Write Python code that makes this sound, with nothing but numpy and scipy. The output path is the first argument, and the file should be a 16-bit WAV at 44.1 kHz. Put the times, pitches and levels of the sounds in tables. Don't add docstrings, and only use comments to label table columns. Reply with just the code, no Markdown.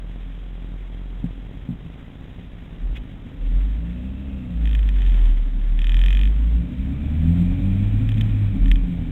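import sys
import numpy as np
from scipy import signal
from scipy.fft import rfft, irfft, next_fast_len
from scipy.io import wavfile
from scipy.ndimage import map_coordinates

SR = 44100
rng = np.random.default_rng(int(sys.argv[2]) if len(sys.argv) > 2 else 0)


def dump(signal):
    limited = np.clip(np.atleast_2d(signal).T, -1, 1)
    pcm = np.round(limited * 32767).astype(np.int16)
    wavfile.write(sys.argv[1], SR, pcm)


N = 401751
T = np.arange(N) / SR

# time_s, firing_hz
FIRING_RATE = [(0, 43), (1.4, 44), (1.8, 53.6), (2.35, 58.4), (3.03, 54.2), (3.3, 40.6), (3.47, 39.2),
               (3.85, 57), (4.12, 65.6), (4.3, 67.4), (4.6, 55.7), (5.36, 36.7), (5.8, 37.5), (6.7, 60.1),
               (7.3, 83.7), (8.03, 106.6), (8.25, 107.2), (8.65, 96.6), (9.11, 79.5)]
# time_s, drive_db
BOOM_DRIVE = [(0, -30.5), (1.32, -29.5), (1.55, -41), (2.6, -49), (2.92, -29), (3.25, -53), (3.42, -24),
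              (3.57, -14), (3.95, -25), (4.4, -22), (4.62, -14), (5.25, -10.5), (5.5, -20.5), (6.0, -11),
              (6.58, -12), (6.8, -17), (8.47, -19.5), (8.72, -36), (9.11, -32.5)]
# firing_hz, gain_db
BOOM_GAIN = [(42, -1), (57, -4.5), (65, -7), (72, -12), (84, 1), (91, -8.5), (102, -1), (108, -1)]
# centre_s, depth_db
BOOM_DIPS = [(4.48, -15), (6.705, -17.5)]
DIP_WIDTH_S = 0.047
# time_s, drive_db
ENGINE_LOAD = [(0, -56.5), (2.3, -60.5), (3.2, -54.5), (3.9, -44), (4.62, -44.5), (5.6, -52.5), (6.6, -44),
               (7.1, -40), (7.4, -36), (7.75, -39), (8.5, -44), (9.11, -45)]
HARMONICS_DB = [5.5, 0, -4]
# pitch_hz, gain_db
CABIN_RESONANCES = [(85, 2.5), (110, -3), (140, -5.5), (158, 2.5), (167, 10.5), (178, 13), (185, 0),
                    (191, 11), (198, 8), (206, 2), (230, 5), (250, 10), (262, 4.5), (280, 8), (305, -5.5),
                    (340, -17.5), (420, -21.5)]
# pitch_hz, gain_db
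CABIN_PASS = [(15, -20), (28, -5.5), (45, -6), (90, 0), (170, -3.5), (220, -8), (278, 2), (310, -10.5),
              (370, -28), (560, -20), (900, -42)]
# time_s, strike_db
THUD_DRIVE = [(0, -32), (1.2, -31), (2.0, -33.5), (3.2, -32.5), (4.0, -37), (5.5, -35.5), (6.8, -38),
              (9.11, -30)]
# pitch_hz, mode_db, t60_s
MOUNT_MODES = [(105, -1, 0.047), (150, 3, 0.034), (233.3, -3.5, 0.033), (355, -10.5, 0.026),
               (514, -19, 0.018)]
# start_s, end_s, pitch_hz, width_hz, level_db
NOISE_BANDS = [(-.6, 2.0, 3270, 160, -69.5), (3.27, 3.5, 490, 70, -52.5), (3.601, 4.9, 2600, 280, -62),
               (3.4, 4.7, 590, 170, -60), (6.5, 10, 2330, 210, -58), (6.5, 9.0, 2450, 280, -57.5),
               (6.798, 7.9, 685, 199, -57)]
# time_s, drive_db
ROAD_DRIVE = [(0, -46.5), (0.8, -50), (1.5, -39.5), (2.2, -41), (3.2, -39.5), (3.7, -37.5), (5.9, -34.5),
              (6.4, -31), (6.9, -29), (7.35, -24.5), (8.35, -24.5), (9.11, -29.5)]
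# pitch_hz, gain_db
RUMBLE_COLOUR = [(12, -31), (25, -12.5), (35, -9), (42, 0.5), (50, -3.5), (65, -20), (90, -18.5),
                 (130, -39.5), (300, -90)]
# pitch_hz, gain_db
DRONE_COLOUR = [(40, -30.5), (75, -4), (105, 0), (170, -1), (220, -4.5), (275, -2), (310, -15),
                (360, -31.5), (600, -48.5), (1500, -96)]
# pitch_hz, gain_db
ROAR_COLOUR = [(150, -19), (300, 0.5), (400, 0), (560, -3), (750, -4), (1000, -8.5), (1400, -10.5),
               (2200, -33.5), (4000, -61.5)]
# pitch_hz, gain_db
HISS_COLOUR = [(700, -13.5), (1300, -4.5), (1800, 2), (2050, 1), (2350, 0), (2850, -1.5), (3300, 0),
               (3750, -4.5), (3950, -11.5), (4200, -27), (7200, -24), (8500, -29.5), (15500, -31)]
# start_s, strike_db
KNOCKS = [(1.232, -33), (1.2424, -13), (1.254, -33.5), (1.690, -16), (1.706, -19.5), (1.728, -24),
          (1.853, -31.5)]
# pitch_hz, mode_db, t60_s
PANEL_MODES = [(133, -9.5, 0.15), (172.7, -1.5, 0.16), (232.6, 0.5, 0.053), (278.5, -12, 0.028),
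               (390, -21, .04), (725, -22, .03)]
# pitch_hz, gain_db
KNOCK_COLOUR = [(50, -20.5), (110, 3), (285, 3.5), (360, -15.0), (750, -3.5), (1200, -28)]
# start_s, length_s, level_db
BUMPS = [(2.782, 0.18, -19), (2.955, 0.1, -29), (8.58, 0.095, -9.5), (8.649, .16, -7.5),
         (8.796, 0.071, -14.5)]
CABIN_HZ = 41.72
# pitch_hz, gain_db
SCUFF_COLOUR = [(900, -12), (1900, 4), (2900, 9), (3700, 3), (4200, -22), (7000, -19), (9000, -27),
                (15500, -26)]
# start_s, end_s, seat_db (blows on its seat), stop_db (taps on its opposite stop)
BUZZES = [(4.638, 4.751, -25, -66), (4.948, 5.31, -36.5, -30), (5.79, 6.29, -18, -38.5)]
BUZZ_ENDS_DB = -5
# start_s, strike_db
CLACKS = [(4.751, -20), (4.792, -26), (4.830, -29.5), (4.890, -22.5), (5.02, -26), (5.065, -30),
          (5.257, -27.5), (8.091, -22), (8.119, -25.5), (8.143, -30), (8.173, -32), (8.181, -27),
          (8.211, -16), (8.659, -24.5), (8.682, -23.5), (8.7154, -11.5), (8.758, -23)]
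# pitch_hz, mode_db, t60_s
TRIM_MODES = [(520, -11, 0.01), (1283, -16.5, .01), (1803, -4, 0.011), (1980, -5.5, 0.011),
              (2160, -9.5, 0.0089), (2496, -3, 0.023), (2635, -8.5, 0.013), (2750, -10.5, 0.01),
              (3078, -2.5, 0.018), (3270, -1.5, 0.0077), (3300, -12, 0.0076)]
# pitch_hz, gain_db
SNAP_COLOUR = [(900, -20.0), (1800, 7.0), (4500, -1), (7200, 2.5), (8500, -5), (15500, -4.5)]
# pitch_hz, gain_db
RATTLE_COLOUR = [(200, -21.5), (500, -8.5), (1250, -8.5), (1550, -8.5), (1780, 2.0), (3750, 2.0),
                 (4150, -25), (9000, -30.5)]
# pitch_hz, gain_db
MIRRORED_BASS = [(300, 6.0), (600, -42)]
CAMERA_HZ = 3900
EDGE_HZ = 15850


def amp(db):
    return 10 ** (np.asarray(db) / 20)


def unit(x):
    return x / np.sqrt(np.mean(x ** 2) + 1e-20)


def curve(rows):
    time_s, value = np.transpose(rows)
    return np.interp(T, time_s, value)


def response(points, hz):
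    pitch_hz, gain_db = np.transpose(points)
    return amp(np.interp(np.log(hz + 1), np.log(pitch_hz), gain_db))


def coloured(x, points):
    size = next_fast_len(N + 8192)
    spectrum = rfft(x, size) * response(points, np.fft.rfftfreq(size, 1 / SR))
    return irfft(spectrum, size)[:N]


def noise(points):
    return unit(coloured(rng.standard_normal(N), points))


def wander(per_s):
    knots = rng.standard_normal(4096)
    return unit(map_coordinates(knots, [T * per_s], order=2, mode="wrap"))


def random_phase():
    return 2 * np.pi * rng.random()


def swell(start_s, length_s):
    return np.sin(np.pi * np.clip((T - start_s) / length_s, 0, 1))


def strikes(times_s, db):
    train = np.zeros(N)
    samples = np.round(np.asarray(times_s) * SR).astype(int)
    np.add.at(train, np.clip(samples, 0, N - 1), amp(db))
    return train


def ring(train, modes):
    t = T[:8192]
    tone = sum(amp(db - 60 * t / t60_s) * np.sin(2 * np.pi * hz * t) for hz, db, t60_s in modes)
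    return signal.oaconvolve(train, tone / abs(tone).max())[:N]


def boom_level(firing_hz):
    dips_db = sum(db * np.exp(-.5 * ((T - s) / DIP_WIDTH_S) ** 2) for s, db in BOOM_DIPS)
    return amp(curve(BOOM_DRIVE) + dips_db) * response(BOOM_GAIN, firing_hz)


def engine(firings, firing_hz, boom, flutter_db=1.54, boom_flutter_db=1.0, overtone_db=-23.0,
           half_db=-4, rough=0.45, idle_jitter=0.7, jitter=0.1, steady_hz=50):
    angle = 2 * np.pi * firings
    boom_wave = np.cos(angle) + amp(overtone_db) * np.cos(2 * angle)
    out = boom * amp(boom_flutter_db * wander(25)) * boom_wave
    shake = amp(curve(ENGINE_LOAD))
    unsteady = jitter + idle_jitter / (1 + (firing_hz / steady_hz) ** 10)
    for k, db in enumerate(HARMONICS_DB, 2):
        phase = k * angle + unsteady * wander(18) + random_phase()
        level = shake * amp(db + flutter_db * wander(22))
        out += level * response(CABIN_RESONANCES, k * firing_hz) * np.cos(phase)
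    for k in [1, 3, 5, 7, *range(9, 21)]:
        phase = k * angle / 2 + unsteady * wander(18) + random_phase()
        line = np.cos(phase) * (1 + rough * wander(14))
        level = shake * amp(half_db * (k % 2))
        out += level * response(CABIN_PASS, k * firing_hz / 2) * line
    return np.sqrt(2) * out


def chug(firings, spread_db=3.5, scatter_s=0.003):
    at = np.flatnonzero(np.diff(np.floor(firings)) > 0)
    size, lag = rng.standard_normal((len(at), 2)).T
    strike_db = curve(THUD_DRIVE)[at] + spread_db * np.minimum(size, 1.8)
    return ring(strikes(at / SR + scatter_s * lag, strike_db), MOUNT_MODES)


def noise_bands():
    size = next_fast_len(N)
    out, f = np.zeros(N), np.fft.rfftfreq(size, 1 / SR)
    for start_s, end_s, hz, width_hz, db in NOISE_BANDS:
        band = np.exp(-2 * ((f - hz) / width_hz) ** 2) * np.exp(2j * np.pi * rng.random(len(f)))
        shape = np.sqrt(abs(swell(start_s, end_s - start_s)))
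        out += amp(db) * shape * unit(irfft(band, size)[:N])
    return out


def road(rumble_db=-1.0, drone_db=-4.0, lumpy_db=2.5, steadiness=0.22):
    sway = signal.hilbert(noise(RUMBLE_COLOUR), next_fast_len(N))[:N]
    sway = unit(sway.real / (abs(sway) + .3) ** steadiness)
    drone = unit(noise(DRONE_COLOUR) * amp(lumpy_db * wander(30)))
    return amp(curve(ROAD_DRIVE)) * (amp(rumble_db) * sway + amp(drone_db) * drone)


def stirred(boom, rest_db, boom_db, road_db):
    from_road = amp(road_db + curve(ROAD_DRIVE))
    return np.sqrt(amp(rest_db) ** 2 + (amp(boom_db) * boom) ** 2 + from_road ** 2)


def rush(firings, boom, throb=0.18, flicker_db=1.0):
    roar_level = stirred(boom, rest_db=-54.5, boom_db=-39, road_db=-28)
    roar = roar_level * amp(flicker_db * wander(35)) * noise(ROAR_COLOUR)
    hiss_level = stirred(boom, rest_db=-56.5, boom_db=-38, road_db=-28.5)
    hiss = hiss_level * amp(flicker_db * wander(50)) * noise(HISS_COLOUR)
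    return roar + (1 + throb * np.cos(2 * np.pi * firings)) * hiss


def body():
    knocks = coloured(ring(strikes(*np.transpose(KNOCKS)), PANEL_MODES), KNOCK_COLOUR)
    rocking = sum(amp(db) * swell(start_s, length_s) for start_s, length_s, db in BUMPS)
    return knocks + rocking * np.sin(2 * np.pi * CABIN_HZ * T)


def scuff(centre_s=2.968, width_s=0.0097, level_db=-41):
    shape = np.exp(-.5 * ((T - centre_s) / width_s) ** 2)
    return amp(level_db) * shape * noise(SCUFF_COLOUR)


def buzz(firings, lead_s=0.0011, spread_db=1.5):
    troughs = np.flatnonzero(np.diff(np.floor(firings + .5)) > 0) / SR - lead_s
    crests = np.flatnonzero(np.diff(np.floor(firings)) > 0) / SR - lead_s
    blows = np.zeros(N)
    for times, side in (troughs, 0), (crests, 1):
        uneven_db = spread_db * rng.standard_normal(len(times))
        for start_s, end_s, *sides_db in BUZZES:
            place = 2 * (times - start_s) / (end_s - start_s) - 1
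            inside = abs(place) < 1
            strike_db = sides_db[side] + BUZZ_ENDS_DB * place ** 2 + uneven_db
            blows += strikes(times[inside], strike_db[inside])
    return blows


def trim(firings, chatter=0.055, chatter_s=0.0023, rebound_s=0.0033, rebound_db=-13, snap_db=-25):
    blows = strikes(*np.transpose(CLACKS)) + buzz(firings)
    blows += amp(rebound_db) * np.roll(blows, round(rebound_s * SR))
    scrape_level = signal.lfilter([1], [1, -np.exp(-1 / (chatter_s * SR))], blows)
    contact = scrape_level * rng.standard_normal(N)
    snap = coloured(contact, SNAP_COLOUR)
    rattle = coloured(ring(blows + chatter * contact, TRIM_MODES), RATTLE_COLOUR)
    return rattle + amp(snap_db) * snap


def scene():
    firing_hz = curve(FIRING_RATE)
    firings = np.cumsum(firing_hz) / SR
    boom = boom_level(firing_hz)
    car = engine(firings, firing_hz, boom) + chug(firings) + noise_bands()
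    ride = road() + rush(firings, boom)
    events = body() + scuff() + trim(firings)
    return (car + ride + events)[None]


def record(dry, image_db=-19, image_fall_db=-2):
    slope = np.gradient(coloured(dry[0], MIRRORED_BASS))
    carriers = sum(amp(image_db + image_fall_db * k) * np.cos(2 * np.pi * k * CAMERA_HZ * T)
                   for k in range(1, 5))
    low_pass = signal.firwin(511, EDGE_HZ, window=("kaiser", 9), fs=SR)
    return signal.oaconvolve(dry + slope * carriers, low_pass[None], "same")


dry = scene()
out = record(dry)
dump(out)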